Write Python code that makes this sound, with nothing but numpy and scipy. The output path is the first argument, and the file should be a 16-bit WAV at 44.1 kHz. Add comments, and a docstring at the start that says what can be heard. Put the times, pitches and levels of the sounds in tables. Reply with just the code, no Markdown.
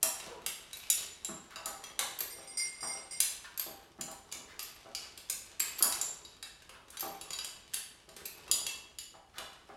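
"""Nuts are tightened on a horse collar with a socket and a spanner, in a workshop, for about ten seconds.
A steel clack (noise crack plus ringing modes) and a padded knock open it; a leather creak (gliding slips) follows.
Clacks, socket seatings, knocks and scrapes (swells of sparse noise) recur; a loose fitting jingles from 2.3 to 3.1 s.
Seatings end near 8.3 s, clacks near 9.4 s, knocks near 9.7 s. Faint ticks fall at random.
Rubbing sleeves and leather (grainy noise), a hard room's reflections and a low hush (shaped noise) run throughout."""
import sys
import numpy as np
from scipy import signal
from scipy.fft import rfft, irfft, next_fast_len
from scipy.io import wavfile
from scipy.ndimage import uniform_filter1d

SR = 44100
rng = np.random.default_rng(int(sys.argv[2]) if len(sys.argv) > 2 else 0)


def to_wav(sig):
    """Store sig (one row per channel, or 1-D mono) as 16-bit WAV at the path in sys.argv[1].

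    Samples outside -1..1 are clipped; the rate is SR.
    """
    pcm = np.clip(np.atleast_2d(sig), -1, 1) * 32767
    pcm = np.round(pcm).astype(np.int16)
    wavfile.write(sys.argv[1], SR, pcm.T)  # frames by channels


N = 430416  # samples

# Event and mode levels are relative: the layer gains and the mix scale them.

# Spanner blows. Each row: start in seconds, crack energy in dB, spanner ring energy in dB, brightness in dB per octave,
# place struck as a fraction of the length, mode favoured by the blow's direction in Hz.
SPANNER_BLOWS = [(0.0285, 3, -2.5, 5, 0.062, 13200), (0.199, -19, -22.5, -3.5, 0.14, 3840),
                 (0.462, -4, -18, 1.5, .24, 9700), (0.73, -16.5, -19, 0, .44, 3840),
                 (0.9, 2, 2, 5.5, 0.439, 4060), (1.246, -14.5, -6.5, 0.5, 0.245, 7550),
                 (1.558, -19, -20, -5.5, .37, 4960), (1.657, -10, -13.5, 4.5, .35, 6820),
                 (1.838, -19, -18, -2, .48, 5940), (1.991, -1, -12, -.5, .18, 9730),
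                 (3.2024, 3, -1, 3.5, 0.067, 10320), (4.0097, -13.5, -10, 0.5, 0.26, 6850),
                 (4.113, -20.5, -36, 4.5, .18, 9730), (4.314, -30.5, -22.5, -2, 0.2, 2900),
                 (4.323, -13, -15.5, -1, 0.083, 6860), (4.592, -13, -16.5, -1.5, 0.33, 5010),
                 (4.9487, -13, -9, 0, .35, 4850), (5.175, -19, -38, -0.5, .026, 2840),
                 (5.2978, -4, -8.5, 2, 0.1, 9630), (5.824, 4, 4.5, 8, 0.49, 5210),
                 (5.843, -9.5, -16, 11, 0.22, 5100), (5.923, -8, -9, -2, 0.21, 10000),
                 (6.013, -8.5, -1.5, 3.5, 0.14, 7260), (6.249, -32.5, -21, -4, 0.2, 4800),
                 (6.426, -17.5, -17.5, -1.5, 0.48, 3970), (6.692, -23, -31, -4.5, 0.45, 2680),
                 (6.902, -23.5, -36, 4, 0.32, 10800), (6.97, -19.5, -16.5, -2.5, .21, 10320),
                 (7.211, -19, -17.5, -0.5, .34, 11300), (7.3047, -16.5, -13.5, -3, 0.13, 6900),
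                 (7.331, -19, -11, -0.5, 0.22, 4500), (7.387, -16.5, -11, -3.5, .32, 3860),
                 (7.445, -13, -15, -0.5, 0.52, 6660), (7.7355, -12.5, -35, -2.5, 0.18, 4590),
                 (7.741, -6.5, -9, 3.5, 0.13, 10600), (8.089, -27.5, -34, -2, 0.27, 5830),
                 (8.164, -20.5, -43, -0.5, .14, 10320), (8.478, -23, -28, -5.5, .13, 2680),
                 (8.513, -0.5, 3, 3.5, 0.287, 3860), (8.665, -10.5, -7, -0.5, 0.32, 2590),
                 (8.985, -20, -12.5, 0.5, 0.29, 4430), (9.382, -13, -19, -4, 0.32, 2900)]
# Socket put on a nut. Each row: seating time in seconds, socket ring energy in dB, time from touch to seating in seconds.
SOCKET_SEATINGS = [(0.77, -21.5, .003), (2.205, -5, 0.017), (3.595, -4.5, 0.02), (4.627, -15.5, 0.027),
                   (5.6012, -1.5, 0.0057), (5.789, -11, 0.0052), (7.006, -7.5, 0.011), (8.255, -11.5, .002)]
SOCKET_SHARE_DB = -16.5  # socket ring against crack
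TOUCH_DB, SEAT_CRACK_DB, SEAT_SPANNER_DB = -7, -4.5, -13  # touch against seating; crack and spanner against socket ring
SEAT_CONTACT_S = 0.0024
FULL_CONTACT_S, LOOSEN_S_PER_DB = 0.0017, 0.00004  # lighter touches slide for longer


def tools():
    """The spanner strikes once per blow; the socket touches each nut, then seats harder."""
    out = np.zeros(N)
    for start_s, crack_db, spanner_db, bright_db, place, favoured_hz in SPANNER_BLOWS:
        contact_s = FULL_CONTACT_S + LOOSEN_S_PER_DB * max(-crack_db, 0)
        socket_db = crack_db + SOCKET_SHARE_DB
        add(out, start_s, clack(crack_db, spanner_db, socket_db, bright_db, place, favoured_hz, contact_s))
    for seat_s, seat_db, lead_s in SOCKET_SEATINGS:
        for start_s, ring_db in (seat_s - lead_s, seat_db + TOUCH_DB), (seat_s, seat_db):
            add(out, start_s, clack(ring_db + SEAT_CRACK_DB, ring_db + SEAT_SPANNER_DB, ring_db,
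                                    bright_db=0.75, place=0.2, favoured_hz=4630, contact_s=SEAT_CONTACT_S))
    return out


# Spanner modes, in order. Each row: nominal frequency in Hz, level in dB, nominal t60 in seconds.
SPANNER_MODES = [(2682, -6, 0.12), (2926, -8, 0.039), (3258, -6, 0.033), (3855, -5.5, .1),
                 (4616, -3, 0.031), (4900, -1.5, 0.015), (5020, -13.5, 0.03), (5930, -8.5, .06),
                 (6906, -2.5, 0.037), (7090, 2, 0.063), (7340, -2.5, 0.062), (7996, -8, .04),
                 (9690, -2.5, 0.025), (9700, -13, .05), (11190, -1.5, 0.078), (10970, -3.5, 0.073),
                 (13340, -17.5, 0.047)]
# Socket modes. Each row: frequency in Hz, level in dB, t60 in seconds.
SOCKET_MODES = [(2560, -16, .04), (7600, -11, .03), (12560, -1, .04), (12670, 0, .06)]
# Steel contact spectrum. Each row: frequency in Hz, level in dB.
CRACK_SPECTRUM = [(100, -19), (300, -15), (1000, -4), (1800, -2), (2800, 0.5), (7000, 2.5), (10000, 4),
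                  (13000, -3), (15500, -18.5)]


def clack(crack_db, spanner_db, socket_db, bright_db, place, favoured_hz, contact_s):
    """Steel on steel: a noise crack at the contact, then spanner and socket modes ring."""
    out = np.zeros(int(0.3 * SR))
    contact = burst(rise_s=0.59 * contact_s, decay_s=contact_s, rattle_db=-22, rattle_s=0.0083)
    crack = unit(colour(contact, CRACK_SPECTRUM, bright_db))

    # a mode struck on its node stays quiet
    mode_hz = np.transpose(SPANNER_MODES)[0]
    order = np.arange(len(SPANNER_MODES)) + 2
    node_db = 10 * np.log10(np.cos(np.pi * place * order) ** 2 + 0.022)
    favour_db = 14.3 * np.exp(-((mode_hz - favoured_hz) / 250) ** 2)
    tilt_db = bright_db * np.log2(mode_hz)

    # grip varies per blow: frequency within 0.6 %, t60 within 40 %
    grip = 1 + rng.uniform(-1, 1, (len(SPANNER_MODES), 3)) * [0.006, 0, 0.4]
    spanner = ring(SPANNER_MODES * grip, node_db + favour_db + tilt_db, scatter_db=3.5, length_s=0.25, beat_hz=30)
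    socket = ring(SOCKET_MODES, 0, scatter_db=7.5, length_s=0.14, beat_hz=60)

    add(out, 0, undb(crack_db) * crack)
    add(out, 0.5 * contact_s, undb(spanner_db) * spanner)
    add(out, 0.5 * contact_s, undb(socket_db) * socket)
    return out


# Touches on the loose fitting. Each row: start in seconds, energy in dB.
FITTING_TOUCHES = [(2.303, -10), (2.391, -18.5), (2.473, -10), (2.571, 4), (2.595, 2), (2.806, -6),
                   (2.828, -3.5), (2.87, -0.5), (3.109, -4.5)]
# Loose fitting modes. Each row: frequency in Hz, level in dB, t60 in seconds.
FITTING_MODES = [(2110, -9, .25), (4565, -19, .3), (4917, -2.5, .35), (5667, -2, .4), (6901, -14, .25),
                 (7533, -7, .6), (8549, 0, .3), (8665, -7, .25), (9057, -1, .25), (9717, -13, .2),
                 (13450, -22, .35), (14030, -19, .35), (15050, -25, .35)]


def fitting():
    """A freely hanging steel piece rings long after each light touch, its modes beating in close pairs."""
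    out = np.zeros(N)
    for start_s, touch_db in FITTING_TOUCHES:
        tone = ring(FITTING_MODES, 0, scatter_db=1.0, length_s=0.75, beat_hz=23)
        contact = burst(rise_s=0.0044, decay_s=0.0043, rattle_db=-16.5, rattle_s=0.027)
        add(out, start_s, undb(touch_db) * tone * build_up(len(tone), 0.0011))  # a graze builds up
        add(out, start_s, undb(touch_db - 17) * unit(colour(contact, CRACK_SPECTRUM)))
    # trembling delay blurs the tones
    sway_s = 0.00001 * walk(70)
    samples = np.arange(N)
    return undb(-7.5) * np.interp(samples + sway_s * SR, samples, out)


# Collar knocks. Each row: start in seconds, wooden ring energy in dB, centre in Hz, leather slap energy in dB.
COLLAR_KNOCKS = [(0.029, -13, 657, -10), (1.287, -13, 240, -16), (1.561, -19, 1040, -17.5),
                 (1.662, -11.5, 1220, -17), (1.994, -15.5, 900, -11.5), (2.384, -21, 560, -33.5),
                 (2.826, -14, 668, -12), (2.949, -19, 600, -27), (3.663, -16.5, 540, -30),
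                 (3.987, -16.5, 240, -23), (4.079, -20, 650, -21.5), (4.348, -26, 328, -28.5),
                 (4.857, -19.5, 640, -27), (5.805, -11.5, 560, -14), (5.834, -10, 1330, -9.5),
                 (7.027, -7.5, 820, -21), (7.06, -15.5, 400, -31), (8.08, -25.5, 400, -37),
                 (8.569, -25, 1120, -25), (9.14, -24.5, 786, -28), (9.371, -28, 1390, -23),
                 (9.395, -19.5, 720, -33), (9.691, -19.5, 690, -21)]
# Collar and wooden stand modes. Each row: frequency in Hz, level in dB, t60 in seconds.
STAND_MODES = [(174, -10.5, 0.25), (248.3, -3.5, 0.43), (324, -0.5, 0.099), (404.4, -6, .08),
               (530, -7.5, 0.06), (645, -2, 0.14), (788.3, 0.5, 0.3), (1045, -4, 0.093), (1184, -4, 0.11),
               (1283, 0, 0.033), (1660, -15.5, 0.045)]
# Thud spectrum. Each row: multiple of the knock's centre, level in dB.
THUD_SPECTRUM = [(.08, -8.5), (.3, -12.5), (1, 2), (1.8, -13.5), (3.2, -15), (7, -24.5), (20, -56)]
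# Leather slap spectrum. Each row: frequency in Hz, level in dB.
SLAP_SPECTRUM = [(150, -19), (450, -8), (700, 1.5), (1200, 1.5), (1600, -3), (2500, -15.5), (7000, -36.5)]
THUD_DB = -6  # against the wooden ring


def collar():
    """Padded blows on the stand: a dull thud, a leather slap and the wooden modes nearest the blow's centre."""
    out = np.zeros(N)
    for start_s, wood_db, centre_hz, slap_db in COLLAR_KNOCKS:
        octaves_away = np.abs(np.log2(np.transpose(STAND_MODES)[0] / centre_hz))
        wood = ring(STAND_MODES, -6 * octaves_away, scatter_db=2.0, length_s=0.3, beat_hz=21)
        wood = wood * build_up(len(wood), 0.0011)  # padding softens the attack
        push = burst(rise_s=0.01, decay_s=0.0085, rattle_db=-30.0, rattle_s=0.099)
        thud = unit(colour(push, np.array(THUD_SPECTRUM) * [centre_hz, 1]))
        hit = burst(rise_s=0.0034, decay_s=0.013, rattle_db=-28.5, rattle_s=0.02)
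        slap = unit(colour(hit, SLAP_SPECTRUM))
        add(out, start_s, undb(wood_db) * wood)
        add(out, start_s, undb(wood_db + THUD_DB) * thud)
        add(out, start_s, undb(slap_db) * slap)
    return out


# Steel scraping leather. Each row: start in seconds, length in seconds, energy in dB, centre in Hz.
LEATHER_SCRAPES = [(1.49, 0.061, -18, 1500), (3.44, 0.028, -14, 1530), (4.467, 0.082, -18, 1850),
                   (6.725, 0.046, -20.5, 1500), (6.924, 0.036, -20.5, 1510), (8.168, 0.056, -21.5, 1740),
                   (9.331, 0.085, -16, 1610)]
# Scrape spectrum. Each row: multiple of the scrape's centre, level in dB.
RASP_SPECTRUM = [(.1, -22.5), (.55, -4.5), (1, 4), (1.4, -6.5), (2.5, -7), (8, -27)]


def scrapes():
    """A tool drags over leather: a short swell of fine catches, made of cubed noise."""
    out = np.zeros(N)
    for start_s, length_s, scrape_db, centre_hz in LEATHER_SCRAPES:
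        t = seconds(0.2)
        swell = np.sin(np.pi * np.minimum(t / length_s, 1))
        catches = rng.standard_normal(len(t)) ** 3  # cubing makes them sparse
        rasp = unit(colour(swell * catches, np.array(RASP_SPECTRUM) * [centre_hz, 1]))
        add(out, start_s, undb(scrape_db) * rasp)
    return out


# Leather creak path. Each row: time in seconds, slip rate in Hz, level in dB.
CREAK_PATH = [(.24, 560, -80), (.27, 545, -52), (.305, 530, -47), (.335, 465, -45), (.355, 420, -62),
              (.39, 400, -85)]


def leather():
    """Leather sticks and slips on the collar: three harmonics of a falling, jittering slip rate."""
    path_s, *columns = np.transpose(CREAK_PATH)
    t = np.arange(N) / SR
    slip_hz, level_db = (np.interp(t, path_s, column) for column in columns)
    phase = 2 * np.pi * np.cumsum(slip_hz * (1 + 0.025 * walk(250))) / SR
    slips = np.sin(phase) + undb(-8) * np.sin(2 * phase) + undb(-17) * np.sin(3 * phase)
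    sounding = (t > path_s[0]) * (t < path_s[-1])
    return slips * undb(level_db + 2 * walk(123)) * sounding


# Handling. Each row: time in seconds, sleeve rub level in dB, shifting leather level in dB.
HANDLING = [(0.0, -49, -65), (0.32, -61, -46), (0.59, -58, -66), (0.91, -44.5, -67.5), (1.43, -60, -63.5),
            (2.26, -58, -57.5), (3.5, -52, -68), (3.83, -63.5, -61), (5.66, -51.5, -67), (5.82, -47, -77),
            (5.96, -48.5, -55), (6.55, -61, -72.5), (7.31, -60, -59.5), (7.84, -54, -75),
            (8.55, -52.5, -54.5), (8.65, -61, -53.5), (9.11, -65.5, -75.5), (9.68, -60, -67)]
# Sleeve rub spectrum. Each row: frequency in Hz, level in dB.
CLOTH_SPECTRUM = [(100, -17), (400, -7), (1200, -7.5), (3000, -1.5), (7000, -8), (12000, -17),
                  (15500, -38.5)]
# Shifting leather spectrum. Each row: frequency in Hz, level in dB.
LEATHER_SPECTRUM = [(80, -5.5), (200, -4.5), (400, 4), (700, -2), (1200, -0.5), (2000, -14.5), (6000, -34)]
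SLEEVE_GAIN_DB, LEATHER_GAIN_DB = -8.5, -2.5


def sleeves():
    """Sleeves brush the harness and leather shifts under the hands: two bands of friction noise."""
    path_s, *columns = np.transpose(HANDLING)
    cloth_db, leather_db = (np.interp(np.arange(N) / SR, path_s, column) for column in columns)
    cloth = rubbing(cloth_db + SLEEVE_GAIN_DB, CLOTH_SPECTRUM, grain_db=6.5, stroke_db=3.5)
    shifting = rubbing(leather_db + LEATHER_GAIN_DB, LEATHER_SPECTRUM, grain_db=7.5, stroke_db=0.5)
    return cloth + shifting


def rubbing(level_db, spectrum, grain_db, stroke_db):
    """Friction: fast-varying noise grains under slower, uneven strokes."""
    grains = colour(rng.standard_normal(N) * undb(grain_db * walk(400)), spectrum)
    return unit(grains) * np.sqrt(N) * undb(level_db + stroke_db * walk(18))


TICKS_PER_S, TICK_DB, TICK_SPREAD_DB = 2.2, -30, 2.5


def ticks():
    """Buckles and tools touch faintly at random moments: small, dull clacks."""
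    out = np.zeros(N)
    for when, size, place in rng.random((int(TICKS_PER_S * N / SR), 3)):
        tick_db = TICK_DB + TICK_SPREAD_DB * (2 * size - 1)
        add(out, when * N / SR, clack(tick_db, tick_db - 11, tick_db + SOCKET_SHARE_DB, bright_db=-6,
                                      place=place / 2, favoured_hz=3860, contact_s=0.0025))
    return out


# Room hush spectrum. Each row: frequency in Hz, level in dB.
HUSH_SPECTRUM = [(20, -11), (42, 0.5), (65, 3), (130, -5), (300, -7), (700, -12.5), (1500, -20),
                 (4000, -28), (10000, -26), (16000, -43)]
HUSH_DB = -66  # mean level; wanders slightly


def hush():
    """Low, nearly steady room noise: shaped white noise."""
    noise = unit(colour(rng.standard_normal(N), HUSH_SPECTRUM)) * np.sqrt(N)
    return noise * undb(HUSH_DB + 0.56 * walk(9))


# Workshop decay. Each row: frequency in Hz, t60 in seconds.
ROOM_DECAY = [(150, 0.39), (700, 0.68), (2200, 0.73), (5500, 0.56), (9000, 0.47), (14000, 0.31)]
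# Reflection colour; clutter and leather soak up treble. Each row: frequency in Hz, level in dB.
REFLECTION_COLOUR = [(200, 3), (1200, 1), (4000, 0), (8000, -0.9), (13000, -1)]


def workshop(x, wet_db):
    """Dense reflections from floor, walls and clutter: a noise tail whose bands each decay at their own rate."""
    t = seconds(0.91)
    noise = rfft(rng.standard_normal(len(t)))
    hz = np.arange(len(noise)) * SR / len(t)
    centres_hz = np.geomspace(100, 16000, 12)
    tail = 0
    for centre_hz, share in zip(centres_hz, np.eye(len(centres_hz))):
        band = irfft(noise * on_log_axis(hz, np.c_[centres_hz, share]), len(t))
        decay = np.exp(-np.log(1000) * t / on_log_axis(centre_hz, ROOM_DECAY))
        tail = tail + undb(on_log_axis(centre_hz, REFLECTION_COLOUR)) * band * decay
    tail = unit(tail * (1 - np.exp(-(t / 0.0024) ** 2)))
    return x + undb(wet_db) * signal.fftconvolve(x, tail)[:N]


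def undb(db):
    """Decibels to gain."""
    return 10 ** (np.asarray(db) / 20)


def unit(x):
    """Scale to an energy of one."""
    return x / np.sqrt(np.sum(x ** 2) + 1e-18)


def seconds(length_s):
    """Time axis of the given length."""
    return np.arange(int(length_s * SR)) / SR


def add(track, start_s, sound):
    """Mix a sound into a track."""
    i = max(int(start_s * SR), 0)
    track[i:i + len(sound)] += sound[:N - i]


def build_up(size, rise_s):
    """Exponential onset from zero to one."""
    return 1 - np.exp(-np.arange(size) / SR / rise_s)


def on_log_axis(hz, points):
    """Interpolate (Hz, value) points over log frequency."""
    points_hz, value = np.transpose(points)
    return np.interp(np.log(hz + 1), np.log(points_hz), value)


def colour(x, points, slope_db=0):
    """Minimum-phase filter with the given spectrum, tilted in dB per octave above 1 kHz."""
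    size = next_fast_len(len(x) + 2048, True) * 2
    hz = np.arange(size // 2 + 1) * SR / size
    db = on_log_axis(hz, points) + slope_db * np.log2(np.maximum(hz / 1000, 1))
    # fold the cepstrum: causal response
    cepstrum = irfft(np.log(undb(db)))
    cepstrum[1:size // 2] *= 2
    cepstrum[size // 2 + 1:] = 0
    return irfft(rfft(x, size) * np.exp(rfft(cepstrum)))[:len(x)]


def ring(modes, extra_db, scatter_db, length_s, beat_hz=0):
    """Decaying modes as beating pairs, their levels scattered at random per blow."""
    hz, db, t60_s = np.transpose(modes)[:, :, None]
    t = seconds(length_s)
    size, phase, split = rng.standard_normal((3, len(modes), 1))
    gain = undb(db + np.reshape(extra_db, (-1, 1)) + scatter_db * size) / np.sqrt(t60_s)
    main = np.sin(2 * np.pi * (hz * t + phase))
    partner = 0.5 * np.sin(2 * np.pi * ((hz + beat_hz * split) * t + phase))
    decay = np.exp(-np.log(1000) * t / t60_s)
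    return unit(np.sum(gain * decay * (main + partner), axis=0))


def burst(rise_s, decay_s, rattle_db, rattle_s):
    """A contact: a quick noise flurry of tiny impacts, then a weaker rattle."""
    t = seconds(0.2)
    flurry = np.exp(-t / decay_s)
    rattle = undb(rattle_db) * np.exp(-t / rattle_s)
    return (1 - np.exp(-t / rise_s)) ** 2 * (flurry + rattle) * rng.standard_normal(len(t))


def walk(rate_hz):
    """Smoothed random wandering with a spread near one."""
    k = int(SR / rate_hz)
    steps = np.repeat(rng.standard_normal(N // k + 1), k)
    return np.sqrt(2) * uniform_filter1d(uniform_filter1d(steps, k), k)[:N]


def scene():
    """Steel, fitting and dull sounds each excite the room; the hush is added dry."""
    steel = workshop(undb(-1.5) * (tools() + ticks()), wet_db=1.29)
    jingle = workshop(fitting(), wet_db=3.5)
    dull = workshop(collar() + leather() + sleeves() + undb(-2.5) * scrapes(), wet_db=0.0)
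    return (steel + jingle + undb(-3.5) * dull + hush())[None]


TOP_HZ = 15900


def record(dry):
    """A steep low-pass cuts the top."""
    return signal.sosfilt(signal.ellip(8, 0.2, 70, TOP_HZ, fs=SR, output="sos"), dry)


dry = scene()
out = record(dry)
to_wav(out)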